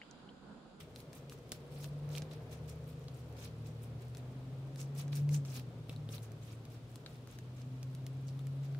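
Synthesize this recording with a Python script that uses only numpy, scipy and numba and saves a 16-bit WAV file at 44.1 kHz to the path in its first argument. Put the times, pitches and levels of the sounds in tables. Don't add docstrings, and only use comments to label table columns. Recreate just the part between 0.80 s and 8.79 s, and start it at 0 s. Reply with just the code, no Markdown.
import sys
import numpy as np
from scipy import signal
from scipy.fft import rfft, irfft
from scipy.io import wavfile
from scipy.ndimage import uniform_filter1d
from numba import njit

SR = 44100
rng = np.random.default_rng(int(sys.argv[2]) if len(sys.argv) > 2 else 0)


def master_out(mix):
    frames = np.transpose(np.atleast_2d(mix))
    ceiling = np.clip(frames, -1, 1)
    pcm = np.round(ceiling * 32767).astype(np.int16)
    wavfile.write(sys.argv[1], SR, pcm)


N = 352359
TIME = np.arange(N) / SR

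# touch_s, peak_s, hiss_db, squelch_db, body_db, gap_at_peak_hz
STROKES = [(0, .002, -62.5, -3, 3, 5800), (.152, .202, -67, -3, -5, 4800),
           (.325, .362, -61.5, -3, -6, 5800), (.504, .524, -64, -1, -3, 6000),
           (.719, .722, -64.5, 4, -2, 4740), (.733, .748, -68.5, 1, 0, 4800),
           (.906, 1.049, -63.5, 0.5, -2.5, 4840), (1.3, 1.365, -62, 4, 0.5, 4840),
           (1.51, 1.535, -70, 5.5, 2.5, 5200), (1.71, 1.729, -64, 3.5, 0, 5800),
           (1.875, 1.898, -64, 2, 0, 6300), (2.07, 2.1, -65, -13, -6, 7000),
           (2.34, 2.385, -73, -1, -6, 5800), (2.567, 2.652, -63.5, 5, 1.5, 5300),
           (2.846, 2.87, -69, 4, -1.5, 5830), (3.018, 3.034, -65, -9, -9, 5790),
           (3.205, 3.222, -70.5, -8, -1, 5810), (3.35, 3.39, -74, -6, 1, 5800),
           (3.972, 4.007, -59, 5, -4.5, 6000), (4.149, 4.197, -56, 1, -5, 6490),
           (4.319, 4.326, -62.5, 5, 1, 4500), (4.335, 4.37, -55, 0, -6, 6000),
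           (4.495, 4.545, -55.5, 5, -5, 6100), (4.649, 4.655, -68, 4, 2.5, 5655),
           (4.66, 4.705, -66.5, 7, -5, 6440), (4.68, 4.77, -56, 0, -2, 5200),
           (5.085, 5.125, -72, -2, 0, 5620), (5.289, 5.345, -55.5, -3.5, -6.5, 5200),
           (5.42, 5.438, -66.5, 4, -3.5, 5610), (5.615, 5.727, -70, -1, 0.5, 5640),
           (5.901, 5.95, -72, 1, -2, 5200), (6.092, 6.152, -74, -10, -6, 5805),
           (6.274, 6.355, -75.5, -1, 2.5, 5600), (6.48, 6.55, -73.5, 2, 1, 5630),
           (6.763, 6.81, -79, 5, 2.5, 6606), (7.47, 7.484, -75, 10, -7, 5540),
           (7.831, 7.85, -77, 8, 4, 6200)]
# time_s, level_db
BLADE_DRAG = [(0, -91), (1.2, -80.5), (3.5, -84), (5.5, -85), (6.4, -86), (7.99, -81)]
# freq_hz, level_db
HISS_EQ = [(5000, -38), (8000, -4.5), (11000, -4.5), (15500, -7)]
BODY_EQ = [(600, -12), (1200, 0.5), (1900, -3.5), (2450, 3), (3000, -0.5), (3900, 0), (5500, -13)]

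# time_s, rumble_db, tyre_roar_db
TRAFFIC_LEVELS = [(0, -53.5, -60), (.7, -55, -60), (1.4, -51.5, -55), (2.1, -55, -58), (2.85, -52, -59),
                  (3.5, -52, -58.5), (4.0, -51, -57), (4.7, -49.5, -59.5), (5.4, -52, -60),
                  (6.3, -54, -61.5), (7.1, -53, -62), (7.99, -54, -60.5)]
# time_s, deep_rumble_db, room_boom_db
TRAFFIC_SWELLS = [(0, -69, -70), (.7, -71, -60.5), (1.25, -59.5, -61.5), (1.65, -66, -61.5),
                  (2.6, -72, -64), (3.35, -67, -73), (4.7, -68, -71.5), (7.99, -68, -80)]
# freq_hz, level_db
RUMBLE_EQ = [(25, -20), (45, -10), (65, -7), (100, 8), (150, 11.5), (190, 0), (255, 2.5), (330, -4),
             (420, -6.5), (700, -37)]
TYRE_EQ = [(300, -9.5), (400, 0.5), (470, 1), (620, -2.5), (800, -8.5), (1200, -14), (2500, -22)]
DEEP_RUMBLE_EQ = [(40, -6.5), (55, 1), (75, -3)]
ROOM_TONE_EQ = [(530, 4), (900, -3), (1250, 0.5), (1790, -7), (3260, -4.5), (5480, -11.5), (8500, -16),
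                (11600, -22), (14500, -22), (15400, -20), (16000, -45)]
# freq_hz, likeness (0 wide, 1 mono)
STEREO_LIKENESS = [(60, 0.98), (140, 0.98), (350, 0.91), (700, 0.86), (1400, 0.02), (2800, 0), (15000, 0)]

# start_s, level_db, cavity_hz, tear, snap_db, plop_hz, plop_db, left_over_right_db
AIR_POCKETS = [(0.1607, -7, 4100, 0.41, -23, 1300, -19, 2), (0.203, -21, 4300, 0.26, -9.5, 1400, -16, 5),
               (0.331, -15, 4750, 1, -17, 1690, -10, 6), (.497, -11.5, 4500, 0.98, -18, 2300, -9, 2),
               (0.5222, -16.5, 3400, 0.47, -18, 1250, -0.5, 2), (0.7189, -6, 5100, 0.17, -9, 1300, -23, 1),
               (0.7198, -8, 5200, 0.52, -5, 1800, -17, -1), (0.7245, -9.5, 3900, 0.4, -17, 1400, -6, 3),
               (1.0434, -9, 4160, 0.38, -17, 1100, -11, 8), (1.3517, -2.5, 3350, 0.38, -28, 1110, -25, -2),
               (1.363, -13, 7000, 0.72, -15, 2400, -9, -3), (1.374, -5, 2540, 0.21, -27, 1100, -22, -2),
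               (1.376, -12, 5300, 0.61, -22, 2430, -5, -4), (1.3818, 0.5, 5050, 0.98, -23.5, 2390, -20, -7),
               (1.4206, -6, 4860, 0.68, -34, 1630, -13.5, -5), (1.513, -15, 3740, 0.32, -25, 1100, -14, 5),
               (2.2833, -9.5, 4100, 0.6, -32, 1100, -16, 3), (3.0386, -22.5, 3453, 0.27, -15, 1100, -20, 5),
               (3.3494, -16.5, 3600, 0.69, -13, 1300, -12, 2),
               (3.3709, -17, 5400, 0.85, -12.5, 1100, -18, 1), (3.9595, -16, 4500, 0.6, -18, 1500, -11, 0),
               (4.015, -9, 6410, 0.53, -15, 1400, -24, 4), (4.2805, -18.5, 6000, .55, -21, 1500, -3, -6),
               (4.3297, -13.5, 2730, 0.7, -23, 1100, -20, -3),
               (4.3546, -12, 8000, 0.98, -12, 2300, -18, -2), (4.4918, -15, 5000, 1, -11, 2090, -2, 0),
               (4.5447, -6.5, 6260, 0.13, -16.5, 1400, -24, -8),
               (4.564, -11, 5900, 0.31, -23, 1400, -24, 2), (4.6506, -14, 5460, 0.55, -24, 1310, -8, 0),
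               (4.796, -10.5, 3000, 0.37, -19, 1100, -22, 2),
               (5.0951, -4, 3600, .42, -24.5, 2300, -11, 4.5), (5.1624, -10.5, 4030, 0, -25, 1100, -28, -1),
               (5.29, -7.5, 3570, 0.29, -27, 1100, -28, 6), (5.3812, -10.5, 3920, .15, -23, 1100, -10, 5),
               (5.6345, -18, 6770, .12, -28, 1107, -18, 0), (5.853, -19, 3680, 0.67, -15, 1300, -7, 6),
               (6.158, -19.5, 4130, 0.95, -6.5, 1099, -2, 4), (6.2623, -3.5, 3950, .46, -34, 1308, -9.5, 2),
               (6.474, -22, 4270, 0.86, -12, 1200, 0, 4), (6.5876, -17.5, 4670, 0.71, -13.5, 1670, -0.5, 1),
               (6.8174, -17.5, 5400, 0.45, -24, 1100, -22, -2),
               (7.0303, -15, 5630, 0.72, -16, 2294, -8, -4), (7.15, -19, 3600, 0.62, -11, 1113, -16, -1),
               (7.2658, -11.5, 4000, 1, -12.5, 2000, -9, 1), (7.483, -16, 5370, .38, -24, 2298, -20, -4),
               (7.489, -16, 4300, .5, -24, 1400, -22, 0), (7.5925, -19, 3680, 0.32, -15.5, 1100, -8, 5),
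               (7.6697, -14.5, 2304, 0.73, -14.5, 1100, -28, -3),
               (7.9476, -18, 3844, 0.53, -23, 1550, -0.5, 5)]

# time_s, firing_hz, level_db
FAR_ENGINE_RUN = [(0, 140.3, -93), (.3, 140.4, -61), (.55, 135.9, -59.5), (.82, 140, -63),
                  (.92, 142.5, -53.5), (1.38, 148.2, -52), (1.52, 152, -58), (2.25, 156.4, -56),
                  (2.55, 154.1, -70.5), (2.85, 152.3, -54.5), (3.05, 152.5, -74), (3.35, 152.9, -75),
                  (3.7, 152, -90), (4.9, 149, -68), (5.2, 148, -57), (5.45, 151.1, -66.5),
                  (7.99, 154.5, -94)]
# time_s, level_db
FAR_THROB_LEVELS = [(0, -71), (1.4, -69), (1.9, -61.5), (2.3, -65), (2.8, -64.5), (3.35, -64), (3.9, -86),
                    (7.99, -88)]
# firing_multiple, level_db
FAR_PARTIALS = [(1, -1.5), (3, -17)]
# pitch_hz, width_hz, lift_db
BOOM_MODES = [(56, 3.2, 2), (77.1, 0.81, 9), (147.25, 8, 12), (256.2, 7.5, 12), (303, 12.95, 8),
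              (460.6, 4.5, 11.5)]

# start_s, level_db
THREAD_TICKS = [(.578, -41), (.5875, -38), (.6933, -34), (0.804, -42), (1.2913, -31), (1.3975, -39),
                (2.042, -42), (2.061, -45), (2.242, -39), (2.5263, -36.5), (3.283, -38), (3.874, -41),
                (5.519, -31.5), (7.101, -43), (7.154, -45), (7.37, -44), (7.575, -46)]
# start_s, slab_db, blade_db
BLADE_KNOCKS = [(0.719, -54, -69), (.7243, -50, -64), (1.4196, -53, -76), (5.0948, -50, -77),
                (5.2909, -53, -79)]
# pitch_hz, level_db, t60_s
SLAB_MODES = [(283, 11.5, 0.021), (454, 8.5, 0.033), (710, -14, 0.059), (1060, -9, 0.019)]
BLADE_MODES = [(3900, -8, .1), (5200, 5, .09)]

# time_s, level_db
NEAR_ENGINE_LEVELS = [(1.4, -87), (1.55, -52), (1.85, -52.5), (2.2, -53), (2.6, -51), (2.85, -48),
                      (3.15, -49), (4.05, -48), (4.58, -42.5), (4.95, -52.5), (5.3, -48), (5.9, -53),
                      (6.08, -50.5), (6.25, -60.5), (6.8, -48.5), (7.5, -44), (7.99, -45)]
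# pull_s, lift_off_s, start_firing_hz, initial_rise_hz_per_s
NEAR_GEARS = [(1.655, 2.31, 115.5, 30), (2.901, 4.56, 112.3, 25.9), (5.5, 8, 110.7, 13.3)]
# firing_multiple, level_db
NEAR_PARTIALS = [(.5, -35), (1, 0), (2, -22.5)]


def from_db(db):
    return 10 ** (np.asarray(db) / 20)


def unit_rms(x):
    return x / np.sqrt(np.mean(x ** 2) + 1e-20)


def automation(rows):
    times_s, *columns = np.transpose(rows)
    return [np.interp(TIME, times_s, column) for column in columns]


def per_bin(points):
    hz, value = np.transpose(points)
    return np.interp(np.log(np.arange(N // 2 + 1) * SR / N + 1), np.log(hz), value)


def colour(x, eq):
    curve = [(eq[0][0] / 2, -70), *eq, (eq[-1][0] * 2, -70)]
    return irfft(rfft(x) * unit_rms(from_db(per_bin(curve))), N)


def drift(rate_hz, hop=40):
    pole = np.exp(-2 * np.pi * rate_hz * hop / SR)
    noise = rng.standard_normal(N // hop + 2002)
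    slow = signal.lfilter([1], [1, -2 * pole, pole * pole], noise)[2000:]
    return np.interp(np.arange(N) / hop, np.arange(len(slow)), unit_rms(slow))


def resonate(x, hz, width_hz):
    q = max(hz / width_hz, .8)
    return signal.lfilter(*signal.iirpeak(min(hz, SR / 3), q, fs=SR), x + 1e-18)


@njit
def sweep(x, hz, q):
    out, low, band = np.zeros(len(x)), 0., 0.
    for i in range(len(x)):
        g = np.tan(np.pi * hz[i] / SR)
        v = (band + g * (x[i] - low)) / (1 + g * (g + 1 / q))
        band, low = 2 * v - band, low + 2 * g * v
        out[i] = v / q
    return out


def impulses(times_s, levels_db):
    return np.bincount(np.round(times_s * SR).astype(int), from_db(levels_db), N)


def scatter(x, near_db, near_s=.0007, echo_db=-15, echo_s=.0046, size=512):
    t = np.arange(size) / SR
    paths = rng.standard_normal((2, size)) * np.exp(-t / near_s) * (1 - np.exp(-2 * t / near_s))
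    paths /= np.linalg.norm(paths, axis=1, keepdims=True)
    echo = np.roll(paths[::-1], int(echo_s * SR), axis=1)
    response = from_db(near_db) * paths + from_db(echo_db) * echo
    response[[0, 1], rng.integers(2, 7, 2)] += 1
    heard = signal.fftconvolve(x[None], response, axes=1)[:, :len(x)]
    return unit_rms(heard) * np.sqrt(np.mean(x ** 2))


def ruptures(per_s, spread_db):
    count = int(per_s * N / SR)
    sizes = from_db(spread_db * np.minimum(rng.exponential(1, count), 5)) * rng.choice([-1, 1], count)
    return unit_rms(np.bincount(rng.integers(0, N, count), sizes, N))


def tearing_film(per_s=3600, places=10):
    out = np.zeros((2, N))
    for lag in range(-places // 2, places // 2):
        place = ruptures(per_s / places, spread_db=1)
        out += [place, np.roll(place, 3 * lag + 1)]
    clumps = unit_rms(out * from_db(1.8 * drift(120)))
    haze = from_db(1) * rng.standard_normal((2, N))
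    return unit_rms(clumps + haze)


def pore_crackle(per_s=390, pitches=14):
    pores = sum(unit_rms(resonate(ruptures(per_s / pitches, spread_db=2), hz, width_hz=510))
                for hz in np.geomspace(4200, 14500, pitches))
    return unit_rms(scatter(pores, near_db=-6))


def stroke_curves(fade_db_per_s=428, gap_fall_oct_per_s=1.6, opening_s=.0029, usual_db=-59):
    drag_db, = automation(BLADE_DRAG)
    power = np.array([from_db(drag_db) ** 2] * 3)
    layer_delay_s = np.array([[0], [opening_s], [opening_s]])
    gap_hz = np.full(N, float(STROKES[0][5]))
    for touch_s, peak_s, hiss_db, squelch_db, body_db, peak_hz in STROKES:
        swell_db = max(14.5 + .73 * (hiss_db - usual_db), 0)
        active = np.flatnonzero((TIME >= touch_s) & (TIME < peak_s + .5))
        past_peak_s = TIME[active] - peak_s - layer_delay_s
        rise_left = np.minimum(-past_peak_s / max(peak_s - touch_s, .001), 1)
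        below_peak_db = np.maximum(swell_db * rise_left, fade_db_per_s * past_peak_s)
        layer_db = hiss_db + np.array([[0], [squelch_db], [body_db]])
        power[:, active] += from_db(layer_db - below_peak_db) ** 2
        gap_hz[active] = peak_hz * 2 ** np.clip(-gap_fall_oct_per_s * past_peak_s[1], -.5, .5)
    return np.sqrt(power), gap_hz


def knife_strokes(gap_wobble_oct=.14, gap_q=2.1):
    envelopes, gap_hz = stroke_curves()
    film = tearing_film()
    gap_hz = np.minimum(gap_hz * 2 ** (gap_wobble_oct * drift(50)), SR / 3)
    gap = unit_rms(np.array([sweep(sweep(side, gap_hz, gap_q), gap_hz, gap_q / 2) for side in film]))
    hiss, squelch, body = (envelope * unit_rms(from_db(2.2 * drift(60))) for envelope in envelopes)
    return (from_db(1.5) * colour(hiss * film, HISS_EQ) + hiss * pore_crackle()
            + squelch * gap + from_db(6.5) * colour(body * film, BODY_EQ))


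def noise_bed(eq):
    alike = np.clip(per_bin(STEREO_LIKENESS), 0, 1)
    mid, side = rfft(rng.standard_normal((2, N)))
    stereo = irfft(np.sqrt(1 + alike) * mid + np.sqrt(1 - alike) * side * [[1], [-1]], N)
    return unit_rms(colour(stereo, eq))


def road_and_room_tone():
    rumble_db, roar_db = automation(TRAFFIC_LEVELS)
    deep_db, boom_db = automation(TRAFFIC_SWELLS)
    rumble = from_db(rumble_db) * noise_bed(RUMBLE_EQ)
    tyres = from_db(roar_db - 1.5 + drift(7.3)) * noise_bed(TYRE_EQ)
    boom = from_db(boom_db) * unit_rms(resonate(noise_bed(TYRE_EQ), hz=475, width_hz=71))
    deep = from_db(deep_db) * noise_bed(DEEP_RUMBLE_EQ)
    return rumble + tyres + boom + deep + from_db(-66.5) * noise_bed(ROOM_TONE_EQ)


def whiten(x):
    spectrum = rfft(x)
    power = uniform_filter1d(np.abs(spectrum) ** 2, size=25)
    return irfft(spectrum / np.sqrt(power + 1e-12), len(x))


def air_pops(closed_width_hz=370, torn_width_hz=21000, size=2048, lead=256):
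    out = np.zeros((2, N + size + lead))
    t = (np.arange(size) - lead) / SR
    fizz = from_db(-20) * np.exp(np.minimum(t / .0006, -t / .0011))
    fizz += from_db(-35) * np.exp(-np.abs(t) / .005) * (t > 0)
    for start_s, level_db, cavity_hz, tear, snap_db, plop_hz, plop_db, pan_db in AIR_POCKETS:
        burst = whiten(.74 * (t == 0) + fizz * rng.standard_normal(size))
        snap = resonate(burst, hz=6600, width_hz=10010)
        widening = (torn_width_hz / closed_width_hz) ** (tear ** 2)
        width_hz = closed_width_hz * widening
        cavity = resonate(resonate(burst, cavity_hz, 1.3 * width_hz), cavity_hz, 7 * width_hz)
        cavity_gain = from_db(np.interp(tear, [0, 1], [-7.5, -4.5])) / np.sqrt(widening)
        plop = resonate(resonate(burst, plop_hz, width_hz=440), plop_hz, 2 * plop_hz)
        plop += from_db(-18) * resonate(burst, hz=510, width_hz=200)
        pop = from_db(snap_db) * snap + cavity_gain * cavity - from_db(plop_db) * plop
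        side_gains = from_db(level_db + pan_db * np.array([[.5], [-.5]]))
        at = round(start_s * SR)
        out[:, at:at + size] += side_gains * scatter(pop, near_db=-7)
    return out[:, lead:lead + N]


def drone(firing_hz, level_db, partials, flutter_db=1):
    out = np.zeros(N)
    phase = 2 * np.pi * np.cumsum(firing_hz) / SR + .13 * drift(25)
    for multiple, partial_db in partials:
        lift = sum(from_db(lift_db) ** 2 / (1 + (2 * (multiple * firing_hz - mode_hz) / width_hz) ** 2)
                   for mode_hz, width_hz, lift_db in BOOM_MODES)
        gain = from_db(level_db + partial_db + flutter_db * drift(16))
        out += np.sqrt(2 + 2 * lift) * gain * np.sin(multiple * phase)
    return out


def far_engine():
    firing_hz, level_db = automation(FAR_ENGINE_RUN)
    throb_db, = automation(FAR_THROB_LEVELS)
    hum = drone(firing_hz, level_db, FAR_PARTIALS, flutter_db=.9)
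    return hum + drone(firing_hz, throb_db, [(1 / 2, 0)])


def paint_threads():
    ticks = resonate(impulses(*np.transpose(THREAD_TICKS)), hz=8300, width_hz=12000)
    return scatter(ticks, near_db=-3, near_s=.0008, echo_db=-14)


def slab_knocks(size=8192):
    out, t = np.zeros(N), np.arange(size) / SR
    start_s, slab_db, blade_db = np.transpose(BLADE_KNOCKS)
    for strength_db, modes in ((slab_db, SLAB_MODES), (blade_db, BLADE_MODES)):
        ring = sum(from_db(level_db - 60 * t / t60_s) * np.sin(2 * np.pi * hz * t)
                   for hz, level_db, t60_s in modes)
        out += signal.fftconvolve(impulses(start_s, strength_db), ring)[:N]
    return out


def near_engine(rev_range_hz=89.7):
    firing_hz, top_hz, lifted_s = np.zeros(N), NEAR_GEARS[0][2], 0
    for pull_s, lift_off_s, start_hz, rise_hz_per_s in NEAR_GEARS:
        shift_left = np.clip((pull_s - TIME) / (pull_s - lifted_s), 0, 1)
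        settling_hz = (top_hz - start_hz) * shift_left ** 3
        pulled_s = np.clip(TIME - pull_s, 0, lift_off_s - pull_s)
        climb_hz = rev_range_hz * (1 - np.exp(-rise_hz_per_s * pulled_s / rev_range_hz))
        firing_hz = np.where(TIME >= lifted_s, start_hz + climb_hz + settling_hz, firing_hz)
        top_hz, lifted_s = firing_hz[-1], lift_off_s
    level_db, = automation(NEAR_ENGINE_LEVELS)
    return drone(firing_hz, level_db, NEAR_PARTIALS)


def room_tail(x, t60_s=.1, predelay_s=.006, size=16384):
    t = np.arange(size) / SR
    tail = rng.standard_normal((2, size)) * from_db(-60 * t / t60_s) * (t > predelay_s)
    tail /= np.linalg.norm(tail, axis=1, keepdims=True)
    return signal.fftconvolve(x, tail, axes=1)[:, :N]


def scene():
    paint = (knife_strokes() + air_pops() + paint_threads() + slab_knocks()) * from_db([[-.3], [.3]])
    street = (near_engine() + far_engine() + road_and_room_tone()) * from_db([[.4], [-.4]])
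    return paint + from_db(-14) * room_tail(paint) + street


def record(dry, cutoff_hz=15700):
    return signal.sosfilt(signal.ellip(10, .2, 70, cutoff_hz, fs=SR, output="sos"), dry)


dry = scene()
out = record(dry)
master_out(out)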